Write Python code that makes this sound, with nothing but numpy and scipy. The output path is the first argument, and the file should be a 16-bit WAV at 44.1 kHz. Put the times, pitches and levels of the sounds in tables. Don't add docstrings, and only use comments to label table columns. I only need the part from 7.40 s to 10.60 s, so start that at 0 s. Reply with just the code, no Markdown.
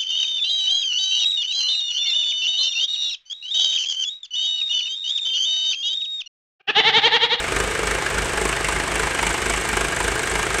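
import sys
import numpy as np
from scipy import signal
from scipy.fft import rfft, irfft
from scipy.io import wavfile

SR = 44100
rng = np.random.default_rng(int(sys.argv[2]) if len(sys.argv) > 2 else 0)


def log_audio(samples):
    frames = np.atleast_2d(samples).T
    limited = np.clip(frames, -1, 1)
    pcm = np.round(limited * 32767).astype(np.int16)
    wavfile.write(sys.argv[1], SR, pcm)


N = 141120

# start_s (centre), rise_db (before each source's load share), stroke_lag_s
LOAD_SURGES = [(.175, 6.5, .0057), (.485, 5.5, .0052), (.765, 4.5, .0054), (1.02, 5.5, .0051),
               (1.295, 4.5, .004), (1.58, 5, .004), (1.835, 6, .0041), (2.095, 5, .0031), (2.375, 6, .0036),
               (2.625, 5, .0044), (2.95, 4.5, .006), (3.22, 6, .006)]
# start_s, blow_db, tick_db, rattle_db
LEVEL_DRIFT = [(0, 0, -3.5, -1), (.35, -2, -1, 0), (.65, 0.5, -3.5, -0.5), (1., -2.5, 1, 2),
               (1.25, -1, 0, 2.5), (1.451, 0, -0.5, 4.5), (1.85, 0, 0, 0.5), (2.25, -1, 2, 2),
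               (2.4, -1, -1, -1.5), (2.7, 0, 1.5, -1), (3.2, 0.5, 0.5, 1)]
# pitch_hz, level_db, t60_s
CASING_MODES = [(375, -8.5, 0.12), (441, -5.5, 0.064), (521, -2, 0.38), (669.6, -5, 0.1), (846, -6.5, 0.18),
                (1233, -10, 0.21), (1609, -5.5, 0.073), (1787, -17, 0.044), (2130, -11.5, 0.039),
                (2263, -2.5, 0.13), (2376, -9.5, 0.1), (2740, -4.5, 0.18), (2943, -5.5, 0.13)]
# frequency_hz, gain_db
FAN_COLOUR = [(20, -27), (42, 1), (70, -0.5), (100, -1.5), (140, 2.5), (220, -5), (300, -0.5), (400, 0),
              (580, -2), (1000, -3), (1650, 1), (2400, -4), (3300, -7.5), (4800, -14), (6500, -14.5),
              (8200, -15), (10000, -23.5), (12500, -30), (15500, -44)]
# pitch_hz, level_db
HUM_TONES = [(80.7, -44), (126, -48.5)]
# multiple (of the stroke rate), level_db (before the swells)
EXHAUST_HARMONICS = [(1, -47), (2, -30), (3, -46), (4, -48), (5, -48.5), (7, -42.5)]
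# centre_s, length_s, level_db
EXHAUST_SWELLS = [(.0, .08, -4), (.215, .15, 0), (.50, .15, -.5), (.795, .12, .5), (1.06, .15, -1),
                  (1.335, .16, -.5), (1.595, .14, -1), (1.875, .105, -.5), (2.125, .15, -.5),
                  (2.395, .16, -.5), (2.675, .13, 0), (2.975, .12, 0), (3.15, .1, -6)]
# start_s, centre_hz, level_db (relative)
HOUSING_BOOM = [(0, 465, -1.5), (.25, 448, 5), (0.599, 455, 3.5), (1.0, 409.8, 1.5), (1.3, 402, -3),
                (1.8, 405, -4.5), (2.2, 390, -6), (2.4, 393.8, -5.5), (2.7, 390, 1), (3.2, 400, -1.5)]
# start_s, level_db (relative)
PANEL_DRIFT = [(0, -5), (.9, -6), (1.15, 6.5), (1.35, 3), (1.55, -1), (1.8, 5.5), (2.15, 8), (2.45, 4.5),
               (2.75, -0.5), (3.2, -9)]
# frequency_hz, gain_db
PANEL_COLOUR = [(1200, -35), (1900, -1.5), (2250, 0.5), (2550, -4), (2850, -0.5), (3300, -10), (4300, -19),
                (8000, -59)]
# start_s, pitch_hz, level_db
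STEEL_CLANKS = [(.162, 1790, -16), (.201, 1710, -18.5), (.353, 1640, -20), (.471, 2330, -22),
                (.510, 1800, -17), (.662, 1640, -14.5), (.780, 1520, -17), (.975, 1614, -16),
                (1.054, 1060, -19.5), (1.093, 2200, -22), (1.127, 2740, -20), (1.128, 1600, -17),
                (1.166, 1840, -17), (1.244, 2120, -15), (1.246, 2740, -18.5), (1.361, 2140, -20),
                (1.398, 1880, -19), (1.595, 1520, -17.5), (1.788, 2320, -17), (1.826, 934, -16.5),
                (1.867, 2380, -21), (2.136, 2220, -21), (2.137, 1150, -22), (2.332, 2280, -20),
                (2.369, 1650, -18.5), (2.447, 1650, -20), (2.527, 1645, -18.5), (2.565, 1640, -21),
                (2.602, 967, -20), (2.641, 2125, -22.5), (2.680, 1590, -18.5), (2.760, 1597, -17.5),
                (2.8328, 1600, -17.5), (2.990, 1004, -22), (3.186, 1620, -20)]
# start_s, level_db (before colouring)
METAL_SNAPS = [(.161, -26), (.2385, -28), (.7003, -27), (1.0131, -28), (1.2445, -28), (1.826, -26),
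               (1.976, -28), (2.2885, -19), (2.3678, -22), (2.7555, -23), (2.833, -29), (2.987, -28)]
# frequency_hz, gain_db
SNAP_COLOUR = [(300, -34), (1500, -13), (3000, -6), (5000, -3), (8200, 1), (10500, -3), (13000, -5),
               (15500, -10)]
# frequency_hz, gain_db
TICK_COLOUR = [(500, 0.5), (2000, -28), (3500, -7.5), (5000, -10.5), (6400, -2), (7100, -5), (8200, 2.5),
               (9000, -3.5), (10000, -10), (12000, -16), (15500, -33)]
# frequency_hz, gain_db
LIGHT_TICK_COLOUR = [(1000, -50), (4000, -11), (6500, 2.5), (7500, 15), (8400, 11.5), (9200, 6.5),
                     (10500, -4), (15000, -38)]
# frequency_hz, gain_db
KNOCK_COLOUR = [(100, -16.5), (250, -8.5), (320, -6), (400, -3.5), (500, -9), (600, -9.5), (760, -4.5),
                (1050, -0.5), (1400, -0.5), (1750, -1.5), (2400, -4), (3200, -8.5), (3900, -12.5),
                (4800, -14.5), (7000, -16.5), (10000, -22.5), (15000, -59)]

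STROKE_HZ, FIRST_STROKE_S, TIMING_JITTER_S = 25.8, -.0007, .0003
SURGE_WIDTH_S, SAG_WIDTH_S = .06, .057
CONTACTS_PER_S, SMOOTH_SHARE = 7500, .85
FAN_DB, PANEL_DB = -27.5, -38.5
THROB_REST = .15
BOOM_DB, BOOM_HALF_WIDTH_HZ, BOOM_LOAD_SHARE = -35.5, 65, 1.0
BOOM_ECHO_S, BOOM_ECHO_SHARE = .018, .4
CLANK_T60_S, CLANK_SPREAD, CLANK_SIDE_DB, CLANK_CRACK_DB = .058, .079, -6, -6.5
SNAP_ATTACK_S, SNAP_DECAY_S = .0006, .002
TICK_DB, TICK_SCATTER_DB, TICK_LOAD_SHARE = -34, 1.3, 1.05
TICK_ATTACK_S, TICK_DECAY_S, BOUNCE_SHARE = .0024, .0068, .7
TICK_TAIL_S, TICK_TAIL_SHARE, TAIL_LOAD_SHARE = .03, .2, 1.4
LIGHT_TICK_DB, LIGHT_SCATTER_DB, LIGHT_LAG_S = -40.5, 2.2, .026
PING_HZ, PING_DB, PING_SPREAD = 8350, -46.5, .025
KNOCK_DB, KNOCK_SCATTER_DB, KNOCK_LOAD_SHARE = -26, .8, .85
BLOW_LAG_S, BLOW_ATTACK_S, BLOW_DECAY_S = .0007, .0042, .0125
REBOUND_LAG_S, REBOUND_DB, REBOUND_SCATTER_DB = .0315, -5, 2.5
TOP_HZ = 15700


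def undb(db):
    return 10 ** (np.asarray(db) / 20)


def level(x, db):
    return x * undb(db) / np.sqrt(np.mean(x ** 2))


def colour(x, points):
    hz, db = np.array(points).T
    size = 4096
    f = np.maximum(np.arange(size // 2 + 1) * SR / size, 1)
    gain_db = np.interp(np.log(f), np.log(hz), db)
    cepstrum = irfft(np.log(undb(gain_db)))
    cepstrum[1:size // 2] *= 2
    cepstrum[size // 2 + 1:] = 0
    impulse_response = irfft(np.exp(rfft(cepstrum)))
    return signal.fftconvolve(x, impulse_response)[:N]


def drift(axis):
    rows = np.array(LEVEL_DRIFT).T
    return undb(np.interp(np.arange(N) / SR, rows[0], rows[axis]))


def surge(t):
    return sum(db * np.exp(-((t - s) / SURGE_WIDTH_S) ** 2 / 2) for s, db, _ in LOAD_SURGES)


def strokes():
    times = FIRST_STROKE_S + np.arange(int(N / SR * STROKE_HZ) + 1) / STROKE_HZ
    sag = sum(lag * np.exp(-((times - s) / SAG_WIDTH_S) ** 2 / 2) for s, _, lag in LOAD_SURGES)
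    return times + sag + TIMING_JITTER_S * rng.standard_normal(len(times))


def bursts(times, sizes, attack_s, decay_s):
    out, t = np.zeros(N), np.arange(N) / SR
    for s, size in zip(times, sizes):
        part = slice(max(int(s * SR), 0), max(int((s + .1) * SR), 0))
        age = np.maximum(t[part] - s, 0)
        rise = np.minimum(age / attack_s, 1)
        out[part] += size * rise * np.exp(-np.maximum(age - attack_s, 0) / decay_s)
    return out


def chatter():
    chance = CONTACTS_PER_S / SR
    contacts = (rng.random(N) < chance) * rng.standard_normal(N) / np.sqrt(chance)
    return contacts + SMOOTH_SHARE * rng.standard_normal(N)


def casing(x, ring_db):
    t = np.arange(SR // 3) / SR
    ring = 0
    for hz, db, t60 in CASING_MODES:
        scale = np.log(1000) / (t60 * SR)
        ring = ring + undb(db - 60 * t / t60) * np.cos(2 * np.pi * hz * t) * scale
    return x + undb(ring_db) * signal.fftconvolve(x, ring)[:N]


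def fan():
    return level(colour(casing(rng.standard_normal(N), ring_db=6.0), FAN_COLOUR), FAN_DB)


def tone(t, hz, db):
    return level(np.sin(2 * np.pi * (hz * t + rng.random())), db)


def exhaust(t):
    swell = sum(undb(db) * np.exp(-(2 * (t - s) / length) ** 4 / 2) for s, length, db in EXHAUST_SWELLS)
    throb = sum(tone(t, round(k) * STROKE_HZ, db) for k, db in EXHAUST_HARMONICS)
    hum = sum(tone(t, hz, db) for hz, db in HUM_TONES)
    return (THROB_REST + (1 - THROB_REST) * swell) * throb + hum


def boom(times):
    s, hz, db = np.array(HOUSING_BOOM).T
    t = np.arange(N) / SR
    sizes = undb(BOOM_LOAD_SHARE * surge(times))
    thump_times = np.r_[times, times + BOOM_ECHO_S]
    thump_sizes = np.r_[sizes, BOOM_ECHO_SHARE * sizes]
    thumps = bursts(thump_times, thump_sizes, attack_s=0.00045, decay_s=0.011)
    push = thumps * (rng.standard_normal(N) + 1j * rng.standard_normal(N))
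    ring = signal.sosfilt(signal.butter(2, BOOM_HALF_WIDTH_HZ, fs=SR, output="sos"), push)
    carrier = np.exp(2j * np.pi * np.cumsum(np.interp(t, s, hz)) / SR)
    return level((ring * carrier).real * undb(np.interp(t, s, db)), BOOM_DB)


def panels(times):
    s, db = np.array(PANEL_DRIFT).T
    shake = bursts(times + BLOW_LAG_S, undb(1.3 * surge(times)), attack_s=0.0076, decay_s=.026) * chatter()
    rattle = colour(casing(shake, ring_db=13), PANEL_COLOUR)
    return level(rattle * undb(np.interp(np.arange(N) / SR, s, db)), PANEL_DB)


def clanks():
    out, t = np.zeros(N + SR), np.arange(SR // 8) / SR
    crack_band = signal.butter(2, [600, 4000], "band", fs=SR, output="sos")
    for s, hz, db in STEEL_CLANKS:
        side_hz = hz * (1 + CLANK_SPREAD * np.array([-1, 1]) * rng.uniform(0.86, 1.17, size=2))
        sides = sum(np.sin(2 * np.pi * (f * t + rng.random())) for f in side_hz)
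        modes = np.sin(2 * np.pi * hz * t) + undb(CLANK_SIDE_DB) * sides
        crack = signal.sosfilt(crack_band, rng.standard_normal(len(t))) * np.exp(-t / 0.017)
        ring = modes * undb(-60 * t / CLANK_T60_S)
        onset = 1 - np.exp(-t / 0.0013)
        start = int(s * SR)
        out[start:start + len(t)] += undb(db) * (ring + undb(CLANK_CRACK_DB) * crack) * onset
    return out[:N]


def snaps():
    times, db = np.array(METAL_SNAPS).T
    force = bursts(times, undb(db), SNAP_ATTACK_S, SNAP_DECAY_S) * rng.standard_normal(N)
    return colour(force, SNAP_COLOUR)


def pings(starts, detune):
    stroke = np.searchsorted(starts, np.arange(N) / SR) - 1
    hz = PING_HZ * (1 + PING_SPREAD * detune[stroke])
    envelope = bursts(starts, rng.random(len(starts)), attack_s=0.00077, decay_s=0.0049)
    return envelope * np.sin(2 * np.pi * np.cumsum(hz) / SR)


def ticks(times):
    chance = rng.standard_normal((len(times), 4)).T
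    sizes = undb(TICK_LOAD_SHARE * surge(times) + TICK_SCATTER_DB * chance[0])
    bounce_times = times + rng.uniform(.002, .007, len(times))
    bounce_sizes = BOUNCE_SHARE * sizes * rng.random(len(times))
    bounce = bursts(bounce_times, bounce_sizes, SNAP_ATTACK_S, SNAP_DECAY_S)
    tail_sizes = TICK_TAIL_SHARE * undb(TAIL_LOAD_SHARE * surge(times))
    tail = bursts(times, tail_sizes, TICK_ATTACK_S, TICK_TAIL_S)
    main = np.hypot(bursts(times, sizes, TICK_ATTACK_S, TICK_DECAY_S) + bounce, tail)
    light_sizes = undb(.5 * surge(times) + LIGHT_SCATTER_DB * chance[1])
    light = bursts(times + LIGHT_LAG_S, light_sizes, TICK_ATTACK_S, TICK_DECAY_S)
    ping = pings(times + 0.0036, chance[2]) + pings(times + LIGHT_LAG_S + 0.00068, chance[3])
    main_tick = level(colour(main * chatter(), TICK_COLOUR), TICK_DB)
    light_tick = level(colour(light * chatter(), LIGHT_TICK_COLOUR), LIGHT_TICK_DB)
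    return (main_tick + light_tick + level(ping, PING_DB)) * drift(axis=2)


def knocks(times):
    chance = rng.standard_normal((len(times), 2)).T
    sizes = undb(KNOCK_LOAD_SHARE * surge(times) + KNOCK_SCATTER_DB * chance[0])
    force = bursts(times + BLOW_LAG_S, sizes, BLOW_ATTACK_S, BLOW_DECAY_S)
    rebound_sizes = undb(REBOUND_DB + REBOUND_SCATTER_DB * chance[1])
    rebound = bursts(times + REBOUND_LAG_S, rebound_sizes, attack_s=0.0016, decay_s=0.0076)
    blow = (force + rebound) * chatter() * drift(axis=1)
    rattle = bursts(times + 0.0023, sizes, attack_s=0.002, decay_s=0.018) * chatter() * drift(axis=3)
    rattle = signal.sosfilt(signal.butter(2, 900, fs=SR, output="sos"), rattle)
    struck = casing(blow + undb(-1.0) * rattle, ring_db=17.0)
    return level(colour(struck, KNOCK_COLOUR), KNOCK_DB)


def scene():
    t = np.arange(N) / SR
    times = strokes()
    background = fan() + exhaust(t)
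    body = boom(times) + panels(times)
    metal = clanks() + snaps()
    return (background + body + metal + ticks(times) + knocks(times))[None]


def record(dry):
    low_pass = signal.ellip(8, .2, 70, TOP_HZ, fs=SR, output="sos")
    return signal.sosfilt(low_pass, np.tanh(dry))


dry = scene()
out = record(dry)
log_audio(out)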